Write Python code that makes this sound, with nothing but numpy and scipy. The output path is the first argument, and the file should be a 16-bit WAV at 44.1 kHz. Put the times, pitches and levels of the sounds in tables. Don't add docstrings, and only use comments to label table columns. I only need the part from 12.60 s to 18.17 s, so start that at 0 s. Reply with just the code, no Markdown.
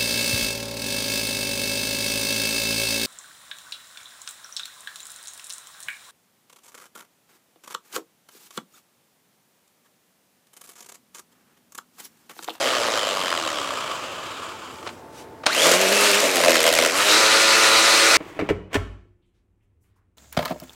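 import sys
import numpy as np
from scipy import signal
from scipy.fft import rfft, irfft, next_fast_len
from scipy.io import wavfile
from scipy.ndimage import uniform_filter1d, map_coordinates

SR = 44100
rng = np.random.default_rng(int(sys.argv[2]) if len(sys.argv) > 2 else 0)


def dump_mix(stems):
    frames = np.atleast_2d(stems).T
    limited = np.clip(frames, -1, 1)
    pcm = np.round(limited * 32767).astype(np.int16)
    wavfile.write(sys.argv[1], SR, pcm)


N = 245637
TIME_S = np.arange(N) / SR
STOP_S, TRIGGER_S = 2.33, 2.866
COAST_FROM_HZ = 68.03

# time_s, boom_db, whirr_db
WORK_LEVELS = [(2.875, -29, -38), (2.93, -54, -24), (2.98, -24.5, -17.5), (3.08, -19, -13),
               (3.14, -19, -14), (3.18, -24.5, -19.5), (3.33, -23, -18), (3.45, -30, -14), (3.58, -33, -18),
               (3.66, -19.5, -18), (3.715, -32, -20), (3.78, -23.5, -18), (3.88, -16.5, -14),
               (3.97, -20.5, -15), (4.0, -31, -18), (4.07, -18.5, -14.5), (4.15, -24, -17.5),
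               (4.27, -18, -16), (4.32, -47, -20), (4.45, -46, -18), (4.52, -37, -11.5), (4.64, -40, -13),
               (4.73, -35, -13), (5.57, -30.5, -11.5)]
# pitch_hz, width_hz, level_db
SHELL_NOTES = [(1020, 160, -3), (1220, 220, 0), (1700, 400, -12), (2270, 300, -12), (3100, 500, -10),
               (4890, 600, -18), (7300, 1200, -20)]


def amp(db):
    return 10 ** (np.asarray(db) / 20)


def unit(x):
    return x / np.sqrt(np.mean(x ** 2) + 1e-20)


def levelled(x):
    return x / np.sqrt(np.abs(uniform_filter1d(x ** 2, size=SR // 6)) + 1e-12)


def curves(rows):
    times, *columns = np.transpose(rows)
    return [np.interp(TIME_S, times, column) for column in columns]


def wobble(rate):
    return map_coordinates(rng.standard_normal(int(N * rate / SR) + 4), [TIME_S * rate])


def swells(rows):
    return sum(amp(db) * np.exp(-((TIME_S - s) / half) ** 2) for s, db, half in rows)


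def filtered(x, response):
    size = next_fast_len(N + SR // 2)
    return irfft(rfft(x, size) * response(np.fft.rfftfreq(size, 1 / SR)), size)[:N]


def modes(notes):
    def response(f):
        peaks = sum((-1) ** k * amp(db) * 1j * f * width / (hz * hz - f * f + 1j * f * width)
                    for k, (hz, width, db) in enumerate(notes))
        return peaks * (1j * f / (1j * f + 240)) ** 3
    return response


def ringing(x, notes):
    return unit(filtered(x, lambda f: 1 + np.abs(modes(notes)(f)) ** 2))


def rush(spectrum, patchy_db):
    bands = signal.stft(rng.standard_normal(N), nperseg=256)[2]
    patches = uniform_filter1d(uniform_filter1d(rng.standard_normal(bands.shape), 4, 0), 16, 1)
    noise = signal.istft(bands * amp(patchy_db * unit(patches)), nperseg=256)[1][:N]
    hz, db = np.transpose(spectrum)
    return unit(filtered(noise, lambda f: amp(np.interp(np.log(f + 1), np.log(hz + 1), db))))


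def smeared(pulses, fade_s, rough):
    pole = amp(-60 / (fade_s * SR))
    burst = signal.lfilter([np.e * (1 - pole)], [1, -2 * pole, pole ** 2], pulses)
    return burst * (1 - rough + rough * rng.standard_normal(N))


def garden():
    # pitch_hz, level_db
    far_colour = [(15, -64), (25, -36), (50, -27), (87, -14.5), (206, -18.5), (300, -10.5), (600, -16),
                  (861, -19), (1040, -21), (3070, -37.5), (15900, -49)]
    rustle_colour = [(300, -22), (1000, 3), (3000, -1), (8000, -4), (15000, -17)]
    # time_s, level_db, half_length_s
    rustles = [(2.22, -50.5, 0.18), (2.59, -45, 0.052)]
    # time_s, level_db, half_length_s
    air_puffs = [(3.6, -59, 0.022), (4.01, -54, .02), (4.13, -42, 0.037), (4.22, -49, 0.056)]
    far = amp(-43.5 + .5 * wobble(3)) * rush(far_colour, patchy_db=.8)
    tone = amp(-51) * unit(filtered(rng.standard_normal(N), lambda f: modes([(880, 30, 0)])(f) ** 2))
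    rustle = swells(rustles) * amp(1.3 * wobble(100)) * rush(rustle_colour, patchy_db=2)
    puffs = swells(air_puffs) * rush([(15, -6), (30, 0), (70, -6), (150, -30), (400, -90)], patchy_db=0)
    return far + tone + rustle + puffs


def knocks():
    # start_s, level_db, fade_s (to fall 60 dB), dullness (0 to 1)
    hits = [(2.074, -27, .03, .93), (2.1586, -31, .012, 0), (2.184, -31, 0.025, 0.7),
            (2.226, -29, 0.04, 0.9), (2.263, -25, 0.05, 0.9), (2.272, -19, 0.035, 0.75),
            (2.289, -23, 0.035, 0.88), (2.834, -27.5, 0.067, 0.9), (2.858, -19, 0.44, 0.53),
            (2.864, -2.5, 0.026, 0), (2.867, -1, 0.018, 0.04)]
    out, t = np.zeros(N), np.arange(SR // 10) / SR
    for s, db, fade_s, dull in hits:
        noise = unit(signal.lfilter([1], [1, -dull], rng.standard_normal(len(t))))
        attack = 1 - np.exp(-t / (.002 * max(dull, .02)))
        out[round(s * SR):][:len(t)] += amp(db - 60 * t / fade_s) * attack * noise
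    handle = [(556, 1340, 3), (1370, 510, 9), (2170, 2000, 1), (4900, 4100, -.5), (9950, 2200, -10)]
    return filtered(out, modes(handle))


def spool():
    # time_s, turns_per_s
    held_speeds = [(2.86, 94), (3.1, 91), (3.38, 102), (3.61, 103), (3.71, 91.8), (3.85, 87), (3.96, 81.5),
                   (4.28, 81.8), (4.37, 95.2), (4.49, 104.5), (4.6, 108.6), (4.8, 110.5), (5.57, 111.5)]
    friction_hz, coast_s, pull_up_s = 52.67, 3.064, .08
    on, (held,) = TIME_S > TRIGGER_S, curves(held_speeds)
    coast = (COAST_FROM_HZ + friction_hz) * np.exp(-TIME_S / coast_s) - friction_hz
    pull = held * (1 - np.exp(-np.abs(TIME_S - TRIGGER_S) / pull_up_s))
    return on, held, np.maximum(np.where(on, pull, coast), 3)


def line_state():
    on, held, speed = spool()
    bogged = on * np.clip((96 - held) / 9, 0, 1) ** 2
    free = np.clip((speed - 101) / 6, 0, 1)
    taut = np.clip((speed - 18) / 24, .05, 1)
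    return bogged, free, taut


def spool_gain(powered_db, coast_db, halving_db):
    on, _, speed = spool()
    last_fade = np.clip((STOP_S - TIME_S) / .46, 0, 1)
    coasting = last_fade * amp(coast_db + halving_db * np.log2(speed / COAST_FROM_HZ))
    return np.where(on, amp(powered_db), coasting)


def line_passes(turns):
    on, _, _ = spool()
    bogged, free, _ = line_state()
    at = np.flatnonzero(np.diff(np.floor(2 * turns + .03 * wobble(150))) > 0)
    second_end = np.round(2 * turns[at]) % 2
    weak_db, scatter_db = -3.5 - 12.5 * bogged - 1.5 * free, .7 + 1.1 * on
    pulses = np.zeros(N)
    pulses[at] = amp(weak_db[at] * second_end + scatter_db[at] * rng.standard_normal(len(at)))
    return pulses


def gear_whine():
    # pitch_hz, width_hz, level_db
    gearbox = [(1200, 200, 4), (2550, 250, 2.5), (3200, 400, 1), (4300, 600, 4)]
    cycles_per_turn, end_s, fade_s = 41.5, 3.035, .03
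    on, held, speed = spool()
    level = on * np.exp(-np.maximum(TIME_S - end_s, 0) / fade_s)
    rise = np.clip(speed / held, 0, 1)
    pitch_hz = cycles_per_turn * speed * (1 + .04 * rise * wobble(150))
    phase = 2 * np.pi * np.cumsum(pitch_hz) / SR + 1.5 * rise ** 2 * wobble(500)
    tone = amp(-26.5 + 4.5 * wobble(130)) * rise ** .05 * np.sin(phase)
    octave = amp(-32 + 3 * wobble(90)) * rise * np.sin(2 * phase)
    return filtered(level * (tone + octave), lambda f: 1 + np.abs(modes(gearbox)(f)) ** 2)


def motor_hum(turns):
    # speed_multiple, free_db, loaded_db
    harmonics = [(1, -21.5, -37), (2, -15, -14), (3, -3.5, -13), (4, 2, -3.5), (5, 1.5, -4), (6, -1, -2.5),
                 (7, -4, -8.5), (8, -2.5, -15), (9, 1, -7.5), (10, -12, -14), (11, 3, -25), (12, 2, -11),
                 (13, 3, -25), (14, -13, -25), (16, -2, -18), (17, -3, -18), (18, 0.5, -18)]
    # time_s, second_db, fourth_db
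    lifts = [(3.04, -14, 0), (3.07, 8, 4), (3.55, 9, 8), (3.63, 0, 1), (3.93, 0, 0), (4.0, -10, -3),
             (4.3, -10, -3), (4.45, 1, -2)]
    on, held, speed = spool()
    bogged, free, _ = line_state()
    level = spool_gain(-31 + .28 * (held.max() - held) - 6 * bogged, coast_db=-45, halving_db=12)
    level *= np.where(on, speed / held, 1) ** 4
    second_db, fourth_db = on * curves(lifts)
    waver = (.5 - .27 * free) * wobble(16)
    hum = np.zeros(N)
    for k, free_db, loaded_db in harmonics:
        db = free * free_db + (1 - free) * (loaded_db - 1.5) + second_db * (k == 2) + fourth_db * (k == 4)
        flutter_db = (3.3 - free) * wobble(24) / (2 if k in (2, 4) else 1)
        hum += amp(db + flutter_db) * np.sin(2 * np.pi * (k * turns + rng.random()) + k * waver)
    rotor_level = swells([(.95, -45, .4)]) * amp(4.3 * wobble(8.8))
    return level * hum + rotor_level * np.sin(2 * np.pi * 8.5 * turns + 2 * waver)


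def singing():
    # time_s, level_db, half_length_s, pitch_hz
    tones = [(.08, -30, 0.14, 3080), (.42, -39, .1, 7150), (.45, -29.5, .11, 3050), (.45, -38, .05, 4900),
             (.66, -30, .08, 3100), (0.74, -36, 0.1, 4880), (.85, -36, .07, 3900), (0.84, -42, .1, 7600),
             (1.0, -32, 0.08, 3300), (1.25, -35, .07, 3250), (1.33, -33, .03, 2950), (1.44, -43, .08, 6400),
             (1.47, -34, 0.1, 2800), (1.72, -37, 0.1, 3780), (3.399, -25, 0.18, 2647),
             (4.39, -23, .06, 1270), (4.42, -28, .05, 3900), (4.526, -19, 0.0583, 3870),
             (4.554, -26, 0.1, 1462), (4.75, -24, .12, 1440), (4.98, -24, .06, 2700),
             (5.148, -21.5, .1, 3926), (5.151, -27, 0.09, 1233), (5.354, -25, 0.11, 4240)]
    out, flutter_db = np.zeros(N), 2.2 * wobble(90)
    for s, db, half, hz in tones:
        at = np.arange(max(0, round((s - 3 * half) * SR)), min(N, round((s + 3 * half) * SR)))
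        t = at / SR - s
        sag_per_s = .35 * (s < STOP_S)
        stumble = .15 * np.cumsum(rng.standard_normal(len(at)))
        phase = 2 * np.pi * hz * (t - sag_per_s * t ** 2 / 2) + stumble
        out[at] += amp(db + flutter_db[at]) * np.exp(-(t / half) ** 2) * np.sin(phase)
    return out


def coasting_air():
    # pitch_hz, level_db
    colour = [(90, -55), (150, -30), (380, -9), (555, -4), (773, -6), (1170, -7), (2090, -9), (3150, -9),
              (7440, -16), (13100, -30), (15900, -50)]
    # pitch_hz, width_hz, level_db
    bands = [(560, 120, -5), (1180, 300, 0), (3050, 450, -5), (3950, 450, -6), (4890, 300, -6),
             (7450, 600, -9)]
    _, _, speed = spool()
    _, _, taut = line_state()
    lowered = [(hz * (.91 if hz > 2000 else 1), width, db) for hz, width, db in bands]
    noise = rush(colour, patchy_db=1.5)
    air = taut * ringing(noise, bands) + (1 - taut) * ringing(noise, lowered)
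    bright = np.clip(speed / COAST_FROM_HZ, 0, 1) ** .5
    return bright * air + (1 - bright) * filtered(air, lambda f: 1 / (1 + (f / 3530) ** 2))


def whirr(pulses):
    # pitch_hz, level_db
    cutting_colour = [(90, -61), (150, -40), (230, -15), (400, -11), (566, -7), (790, -11), (1500, -7),
                      (2700, -5), (3480, -9.5), (7160, -12), (14200, -25), (15900, -39)]
    free_colour = [(88, -76), (150, -68), (225, -16.5), (439, -4), (820, -12), (1240, -4), (3220, -7.5),
                   (3990, -4), (8530, -11), (15900, -31.5)]
    # pitch_hz, width_hz, level_db
    housing = [(1190, 62, -14), (1365, 44, -3.5), (2490, 790, -0.5), (3910, 130, 1.5), (4150, 470, -4),
               (6120, 170, -3.5)]
    on, _, _ = spool()
    bogged, free, taut = line_state()
    _, whirr_db = curves(WORK_LEVELS)
    cutting = rush(cutting_colour, patchy_db=1.3)
    hiss = filtered(cutting, lambda f: 1 / (1 + (6000 / (f + 1)) ** 4))
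    cutting -= .25 * bogged * hiss
    running_free = ringing(rush(free_colour, patchy_db=.96), housing)
    air = ~on * coasting_air() + on * (1 - free) ** .5 * cutting + free ** .5 * running_free
    gust = taut * levelled(smeared(pulses, fade_s=.01, rough=0))
    steady = .52 - .065 * ~on * taut - .14 * bogged
    depth = .28 + .089 * ~on - .13 * free + .035 * bogged
    level = spool_gain(whirr_db, coast_db=-21.5, halving_db=5.45) * amp((.44 + bogged) * wobble(40))
    sung = singing() * (.45 + .55 * (1 - free) * gust + .5 * free)
    return level * air * (steady + depth * gust) + sung


def struck(pulses, notes, fade_s, rough):
    _, _, taut = line_state()
    hits = levelled(filtered(smeared(pulses, fade_s, rough), modes(notes)))
    drag = amp(2 * wobble(90)) * unit(filtered(rng.standard_normal(N), modes(notes)))
    return taut * hits + (1 - taut ** 2) ** .5 * drag


def line_strikes(pulses):
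    # pitch_hz, width_hz, level_db
    hollow = [(290, 110, -10), (410, 130, -8), (570, 170, 0), (690, 120, -5)]
    # time_s, level_db, half_length_s
    catches = [(.95, -37.5, 0.42), (2.285, -48, 0.058)]
    on, _, _ = spool()
    bogged, free, _ = line_state()
    boom_db, whirr_db = curves(WORK_LEVELS)
    boom = struck(pulses, hollow, fade_s=.009, rough=.6)
    boom = filtered(boom, lambda f: (1j * f / (1j * f + 150)) ** 2)
    boom *= spool_gain(boom_db, coast_db=-27, halving_db=10.1)
    slap = amp(.8 * wobble(8)) * struck(pulses, SHELL_NOTES, fade_s=.007, rough=.65)
    slap *= spool_gain(whirr_db - 18.5 - 4 * bogged, coast_db=-35, halving_db=.79) + swells(catches)
    snaps = smeared(pulses * amp(3 * rng.standard_normal(N)), fade_s=.005, rough=1)
    chop = unit(filtered(snaps, modes([(8200, 1700, 0)])))
    chop *= on * (1 - free) * amp(whirr_db - 20.5 - 1.9 * bogged)
    return boom + slap + chop


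def stem_cracks():
    # start_s, crack_db, snap_db
    hits = [(.0418, -14, -30), (.0852, -14, -30), (.1316, -14, -30), (.2773, -12, -24), (0.3393, -15, -30),
            (.3546, -14, -26), (0.3742, -18, -30), (0.3916, -15, -28), (0.603, -14, -28), (0.679, -17, -34),
            (0.7032, -12, -30), (0.7255, -13, -30), (0.775, -13, -30), (0.8508, -16, -34),
            (0.874, -16, -32), (0.901, -17, -32), (3.0686, -8, -12), (3.1179, -10, -7), (3.2138, -12, -11),
            (3.325, -6, -10), (3.4093, -14, -9), (3.514, -12, -8), (3.545, -11, -10), (3.6023, -14, -9),
            (3.7568, -9, -6), (3.7675, -6, -12), (3.8129, -12, -16), (3.8364, -1, -14), (3.8468, -10, -10),
            (3.8816, 0, -12), (3.9057, -8, -10), (3.9172, -5, -11), (3.956, -3, -13), (4.0044, -10, -8),
            (4.029, -12, -9), (4.0398, -5, -8), (4.0645, -8, -11), (4.0763, -6, -10), (4.0889, -7, -11),
            (4.1262, -4, -8), (4.1369, -8, -8), (4.1515, -10, -7), (4.187, -1.5, -8), (4.223, -6, -12),
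            (4.2483, -8, -11), (4.2604, -4.5, -12)]
    cracks, snaps = np.zeros((2, N))
    for s, crack_db, snap_db in hits:
        cracks[round(s * SR)], snaps[round(s * SR)] = amp(crack_db), amp(snap_db)
    shell, stem = modes(SHELL_NOTES), modes([(1790, 750, -1), (4500, 1500, -10)])
    cracks = smeared(cracks, fade_s=.0065, rough=.83)
    body = filtered(cracks, lambda f: amp(3) * shell(f) + amp(4) * stem(f))
    bright = filtered(smeared(snaps, fade_s=.008, rough=1), modes([(8500, 7000, -1)]))
    return filtered(body + bright, lambda f: 1 / (1 + 1j * f / 11000) ** 2)


def trimmer():
    on, _, speed = spool()
    turns = np.where(on, np.cumsum(on * speed) / SR + .18, np.cumsum(speed) / SR + .22)
    pulses = line_passes(turns)
    return motor_hum(turns) + whirr(pulses) + line_strikes(pulses)


def scene():
    return (garden() + knocks() + gear_whine() + stem_cracks() + trimmer())[None]


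def record(dry):
    soft = dry[0] / (1 + np.abs(dry[0] / .72) ** 4) ** (1 / 4)
    return filtered(soft, lambda hz: (hz < 16050) * (1j * hz / (1j * hz + 35)) ** 2)[None]


dry = scene()
out = record(dry)
dump_mix(out)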